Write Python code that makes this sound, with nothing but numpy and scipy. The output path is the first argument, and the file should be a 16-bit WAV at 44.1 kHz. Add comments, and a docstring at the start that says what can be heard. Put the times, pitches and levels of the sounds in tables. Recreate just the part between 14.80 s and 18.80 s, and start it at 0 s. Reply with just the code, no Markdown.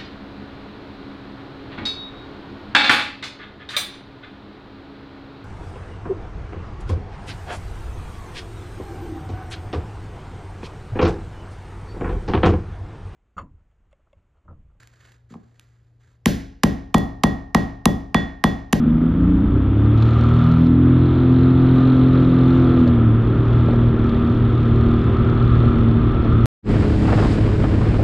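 """A paintbrush stiff with dried paint slides and ticks onto a steel anvil; a faint sleeve-like swish follows.
Then nine hammer blows: each cracks the paint, knocks the hammer head and thumps the anvil's stand.
Floor and room boom after each blow; the steel rings more as the bristles flatten.
A workshop with a low hum throws the blows back to a close pair of microphones."""
import sys
import numpy as np
from scipy import signal
from scipy.fft import rfft, irfft, next_fast_len
from scipy.io import wavfile
from scipy.ndimage import uniform_filter1d

SR = 44100
rng = np.random.default_rng(int(sys.argv[2]) if len(sys.argv) > 2 else 0)


def master(y):
    """Save y as 16-bit WAV."""
    cut = np.clip(np.atleast_2d(y).T, -1, 1)
    pcm = np.round(cut * 32767)  # scale
    wavfile.write(sys.argv[1], SR, pcm.astype(np.int16))


N = 176400
T = np.arange(SR) / SR

# hammer blows (time [s], crack [dB], crack length [s], crack tilt [dB/oct], knock [dB], thump [dB],
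# low ring [dB], middle ring [dB], high ring [dB], crack send to room [dB])
BLOWS = [(1.4582, -9.5, 0.0024, 1.5, -11.5, -3, -57, -44.5, -37, 6.5),
         (1.8342, -11.5, 0.0044, -.5, -6, -2, -31.5, -49.5, -50.5, -0.5),
         (2.1431, -15.5, 0.0046, 0, -0.5, -1.5, -26.5, -36.5, -41, 0),
         (2.4355, -14.5, 0.0054, -1, -1.5, -2.5, -25, -40, -43, -1.5),
         (2.7467, -12.5, 0.0036, -1.5, -1, -2.5, -24.5, -43.5, -42.5, 0.5),
         (3.0558, -8.5, 0.0028, 1.5, -3, -1.5, -29, -39, -58, -4),
         (3.3450, -11.5, 0.0022, -4.5, -3, -4, -21, -29, -40.5, 3),
         (3.6393, -9.5, 0.0026, -1.5, -2, -3, -25, -34.5, -41.5, -1),
         (3.9268, -15.5, .001, 2, -7.5, -3.5, -34, -57.5, -49, -4)]
# paint snapping after a blow (time [s], level [dB], length [s], tilt [dB/oct])
PAINT_SNAPS = [(2.1826, -21, .0007, 6), (2.4700, -38, .001, 4), (3.9300, -9, .0018, 0)]
# brush's metal band on the anvil (time [s], level [dB], length [s], tilt [dB/oct])
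BAND_TICKS = [(.0324, -46, .002, -1), (.0733, -45, .0015, 0), (.2509, -54, .007, -4),
              (.3188, -56, .007, -2), (.5403, -51, .003, -5), (.7957, -42, .002, 0)]
# fracture spectrum (frequency [Hz], level [dB])
CRACK_SPECTRUM = [(100, -24.5), (700, -8), (1300, -8), (1800, 1.5), (3000, -1), (4500, -7.5), (6600, -6),
                  (9500, -9.5), (13000, -18), (15500, -15)]
# hammer head swings (frequency [Hz], level [dB], delay [s], width [s])
KNOCK_SWINGS = [(1091, -5, 0.002967, .0011), (800, -5.5, 0.004747, .0013)]
# swings of the anvil on its stand (frequency [Hz], level [dB], delay [s], width [s])
THUMP_SWINGS = [(409.4, -10, 0.00624, 0.0016), (216, 0.5, 0.01102, 0.0024), (97.5, -12, 0.0168, 0.0061)]
# brush pressed down (time [s], knock [dB], thump [dB])
BRUSH_BUMPS = [(.503, -63, -36.5), (0.52, -51, -36), (.5385, -33.5, -40), (.551, -39.5, -30)]
# anvil steel modes (frequency [Hz], level [dB], T60 [s])
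STEEL_MODES = [(1846, -16, 1), (1897.7, 0.5, 0.38), (1936, -5, 0.11), (3434, 5, 0.32), (4200, -4, 0.41),
               (4570, -3, 0.28), (4660, -15.5, .42), (6796, -10, .35), (9830, -16, 0.2)]
# anchors of the low, middle and high ring levels (frequency [Hz])
RING_ANCHORS_HZ = [1900, 3436, 4161]
# low floor and room modes (frequency [Hz], level [dB], T60 [s])
ROOM_MODES = [(40.95, -28, 0.97), (51.8, -31.5, 1), (66, -21.5, 0.67), (83.8, -29.5, 0.32), (116, -29.5, 1),
              (162.9, -20.5, .45), (191, -23, 0.55), (212, -17, 0.36), (273.7, -22.5, 0.61),
              (299.8, -33, 0.5), (334, -30.5, 0.52), (425, -37, 0.52), (581, -22.5, 0.13),
              (710, -40.5, 0.42)]
# brush sliding into place, then a faint sleeve-like swish before the first blow (time [s], level [dB])
FRICTION_ENVELOPE = [(0, -57), (.1, -67), (.25, -59.5), (.34, -63), (.42, -84), (.485, -90), (0.503, -56),
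                     (.6, -76), (.82, -67.5), (1.19, -86), (1.215, -67), (1.348, -71.5), (1.39, -90.5)]
# spectrum of slide and swish (frequency [Hz], level [dB])
FRICTION_SPECTRUM = [(100, -5.5), (350, -0.5), (800, -10), (1250, -0.5), (1450, -1.5), (1650, 1.5),
                     (1900, -1.5), (2800, -9), (4600, -9), (5600, -16.5), (7200, -6), (9000, -24.5),
                     (16000, -31.5)]
# thump echoes off nearby surfaces (delay [s], level [dB])
NEAR_ECHOES = [(0.0227, -11), (0.0292, -22.5), (.038, -18.5), (0.064, -26)]
# workshop tail spectrum (frequency [Hz], level [dB])
TAIL_SPECTRUM = [(40, -3), (85, -5), (130, -5), (220, -8), (400, -0.5), (720, -0.5), (1050, -10.5),
                 (1500, -4.5), (2500, -13.5), (5000, -10), (9000, -17), (15000, -8)]
# workshop tail decay (frequency [Hz], T60 [s])
TAIL_T60 = [(50, 0.55), (250, 0.43), (800, 0.54), (2000, 0.51), (5000, .48), (8000, .38), (14000, .28)]
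# tail likeness between microphones (frequency [Hz], correlation [-1..1])
TAIL_CORRELATION = [(150, 0.96), (280, 0.39), (500, 0.1), (900, 0.13), (1400, -.2), (1900, 0.76), (3500, 1),
                    (16000, 1)]
# room air spectrum (frequency [Hz], level [dB])
AIR_SPECTRUM = [(25, -15.5), (60, 6), (130, -5), (200, -15), (500, -20.5), (1500, -35), (5000, -46),
                (9000, -52.5), (16000, -59)]
# microphone balance (frequency [Hz], left minus right [dB])
MIC_BALANCE = [(60, 0.9), (250, 1), (700, 3), (1200, -4), (1900, -6.5), (2600, -1), (3500, 0),
               (16000, -0.5)]
# microphone phase (frequency [Hz], left lead [rad])
MIC_PHASE = [(100, 0), (2000, .1), (3200, .5), (5000, .1), (5600, -1), (6600, -1.1), (7500, -1.9),
             (8400, -3.14), (10000, -4.7), (12000, -6.3), (15500, -9.3)]

STEEL_RISE_S, ROOM_DELAY_S, ROOM_RISE_S = 0.0039, 0.027, 0.00089
TAIL_DELAY_S, TAIL_RISE_S, TAIL_BUILD_CYCLES = 0.006, 0.0028, 1
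AIR_DB, HUM_HZ, HUM_DB = -60.5, 117.8, -54
LOW_CUT_HZ, HIGH_CUT_HZ = 33, 16100


def crack(db, length_s, tilt_db_oct, size=2048, evenness=0.3):
    """Burst of tiny fractures: ragged at the microphones, smooth summed over all directions."""
    hz = np.fft.rfftfreq(size, 1 / SR)
    envelope = np.exp(-(T[:size] / length_s) ** 2)
    colour = amp(lookup(CRACK_SPECTRUM, hz) + tilt_db_oct * np.log2(np.maximum(hz, 1000) / 3000))
    log_gain = np.log(np.concatenate([colour, colour[-2:0:-1]]))
    min_phase = np.exp(signal.hilbert(log_gain).conj())[:len(hz)]
    burst = rfft(rng.standard_normal(size) * envelope)
    fractures = irfft(burst / (abs(burst) + 1e-9) ** evenness) * np.sqrt(envelope)
    level = amp(db) * np.sqrt(np.mean(envelope ** 2))
    return level * unit_rms(irfft(rfft(fractures) * min_phase)), level * unit_rms(irfft(min_phase))


def cracks_and_ticks():
    """Dried paint cracks, the metal band ticks: direct sound and room send."""
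    direct, send = np.zeros((2, N))
    events = [(*row[:4], row[-1]) for row in BLOWS] + [(*row, 0) for row in PAINT_SNAPS + BAND_TICKS]
    for time_s, db, length_s, tilt_db_oct, send_db in events:
        ragged, smooth = crack(db, length_s, tilt_db_oct)
        add(direct, time_s, ragged)
        add(send, time_s, amp(send_db) * smooth)
    return direct, send


def swings(table):
    """Short rounded swings of a heavy part."""
    return sum(-amp(db) * np.sin(2 * np.pi * hz * (T - delay_s))
               * np.exp(-0.5 * ((T - delay_s) / width_s) ** 2) for hz, db, delay_s, width_s in table)


def impacts():
    """Knock and thump of each hammer blow and brush bump."""
    knocks, thumps = np.zeros((2, N))
    knock, thump = swings(KNOCK_SWINGS), swings(THUMP_SWINGS)
    for time_s, knock_db, thump_db in [(row[0], row[4], row[5]) for row in BLOWS] + BRUSH_BUMPS:
        add(knocks, time_s, amp(knock_db) * knock)
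        add(thumps, time_s, amp(thump_db) * thump)
    return knocks, thumps


def ring(hz, t60_s, delay_s, rise_s):
    """One mode: fast swell, exponential decay."""
    t = np.maximum(T - delay_s, 0)
    return np.sin(2 * np.pi * hz * t) * (1 - np.exp(-t / rise_s)) * np.exp(-np.log(1000) * t / t60_s)


def anvil_and_boom():
    """Each blow rings the steel; a low boom of floor and room follows."""
    out = np.zeros(N)
    boom = sum(amp(db) * ring(hz, t60_s, ROOM_DELAY_S, ROOM_RISE_S) for hz, db, t60_s in ROOM_MODES)
    steel = [(hz, amp(db) * ring(hz, t60_s, 0, STEEL_RISE_S)) for hz, db, t60_s in STEEL_MODES]
    for time_s, _, _, _, _, thump_db, *ring_db, _ in BLOWS:
        add(out, time_s, amp(thump_db) * boom)
        for hz, mode in steel:
            add(out, time_s, amp(np.interp(hz, RING_ANCHORS_HZ, ring_db)) * mode)
    return out


def slide_and_swish():
    """Grainy friction: the brush slides into place, then a faint sleeve-like swish."""
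    time_s, db = np.transpose(FRICTION_ENVELOPE)
    grain_db = 2.4 * unit_rms(uniform_filter1d(rng.standard_normal(N), size=300))
    return noise(FRICTION_SPECTRUM) * amp(np.interp(np.arange(N) / SR, time_s, db) + grain_db)


def workshop(send):
    """Diffuse stereo tail: decay set per band, bass building more slowly than treble."""
    hz, t, white = signal.stft(rng.standard_normal((2, SR)), SR, nperseg=512)
    hz = hz[:, None]
    correlation = lookup(TAIL_CORRELATION, hz)
    mid = np.sqrt((1 + correlation) / 2) * white[0]
    side = np.sqrt((1 - correlation) / 2) * white[1]
    decay_per_s = np.log(1000) / lookup(TAIL_T60, hz)
    decay = np.exp(-decay_per_s * t) * np.sqrt(2 * decay_per_s / SR)
    build = 1 - np.exp(-(t + t[1]) * hz / TAIL_BUILD_CYCLES)
    bands = np.array([mid + side, mid - side]) * amp(lookup(TAIL_SPECTRUM, hz)) * decay * build
    onset = np.clip((T - TAIL_DELAY_S) / TAIL_RISE_S, 0, 1)
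    tail = signal.istft(bands, SR, nperseg=512)[1][:, :SR] * onset
    return signal.fftconvolve(send[None], tail, axes=1)[:, :N]


def background():
    """Quiet room air and mains hum."""
    hum = np.sin(2 * np.pi * HUM_HZ * np.arange(N) / SR)
    return amp(AIR_DB) * noise(AIR_SPECTRUM) + amp(HUM_DB) * hum


def noise(spectrum):
    """Steady shaped noise, rms 1."""
    gain = amp(lookup(spectrum, np.fft.rfftfreq(N, 1 / SR)))
    return unit_rms(irfft(rfft(rng.standard_normal(N)) * gain, N))


def amp(db):
    """Decibels to gain."""
    return 10 ** (np.asarray(db) / 20)


def unit_rms(x):
    """Scales to rms 1."""
    return x / np.sqrt(np.mean(x ** 2) + 1e-20)


def lookup(table, hz):
    """Interpolates on a log-frequency axis."""
    table_hz, values = np.transpose(table)
    return np.interp(np.log(hz + 1), np.log(table_hz + 1), values)


def add(mix, time_s, sound):
    """Mixes a sound in at time_s."""
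    part = mix[round(time_s * SR):][:len(sound)]
    part += sound[:len(part)]


def scene():
    """Direct sound, near echoes, workshop tail, background."""
    knocks, thumps = impacts()
    cracks, crack_send = cracks_and_ticks()
    body = knocks + thumps + slide_and_swish()
    echoes = np.zeros(N)
    for delay_s, db in NEAR_ECHOES:
        add(echoes, delay_s, amp(db) * thumps)
    return cracks + body + echoes + anvil_and_boom() + workshop(body + crack_send) + background()


def record(dry):
    """Microphone pair: level and phase offsets, soft clip, band limits."""
    size = next_fast_len(N + SR)
    hz = np.fft.rfftfreq(size, 1 / SR)
    balance = amp(lookup(MIC_BALANCE, hz) / 2)
    pair = np.array([balance * np.exp(1j * lookup(MIC_PHASE, hz)), 1 / balance])
    heard = irfft(rfft(dry, size) * pair, size)[:, :N]
    rounded = heard / (1 + heard ** 4) ** (1 / 4)
    low_cut = signal.butter(2, LOW_CUT_HZ, "highpass", fs=SR, output="sos")
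    high_cut = signal.firwin(255, HIGH_CUT_HZ, window=("kaiser", 9), fs=SR)
    return signal.oaconvolve(signal.sosfilt(low_cut, rounded), high_cut[None], "same")


dry = scene()
out = record(dry)
master(out)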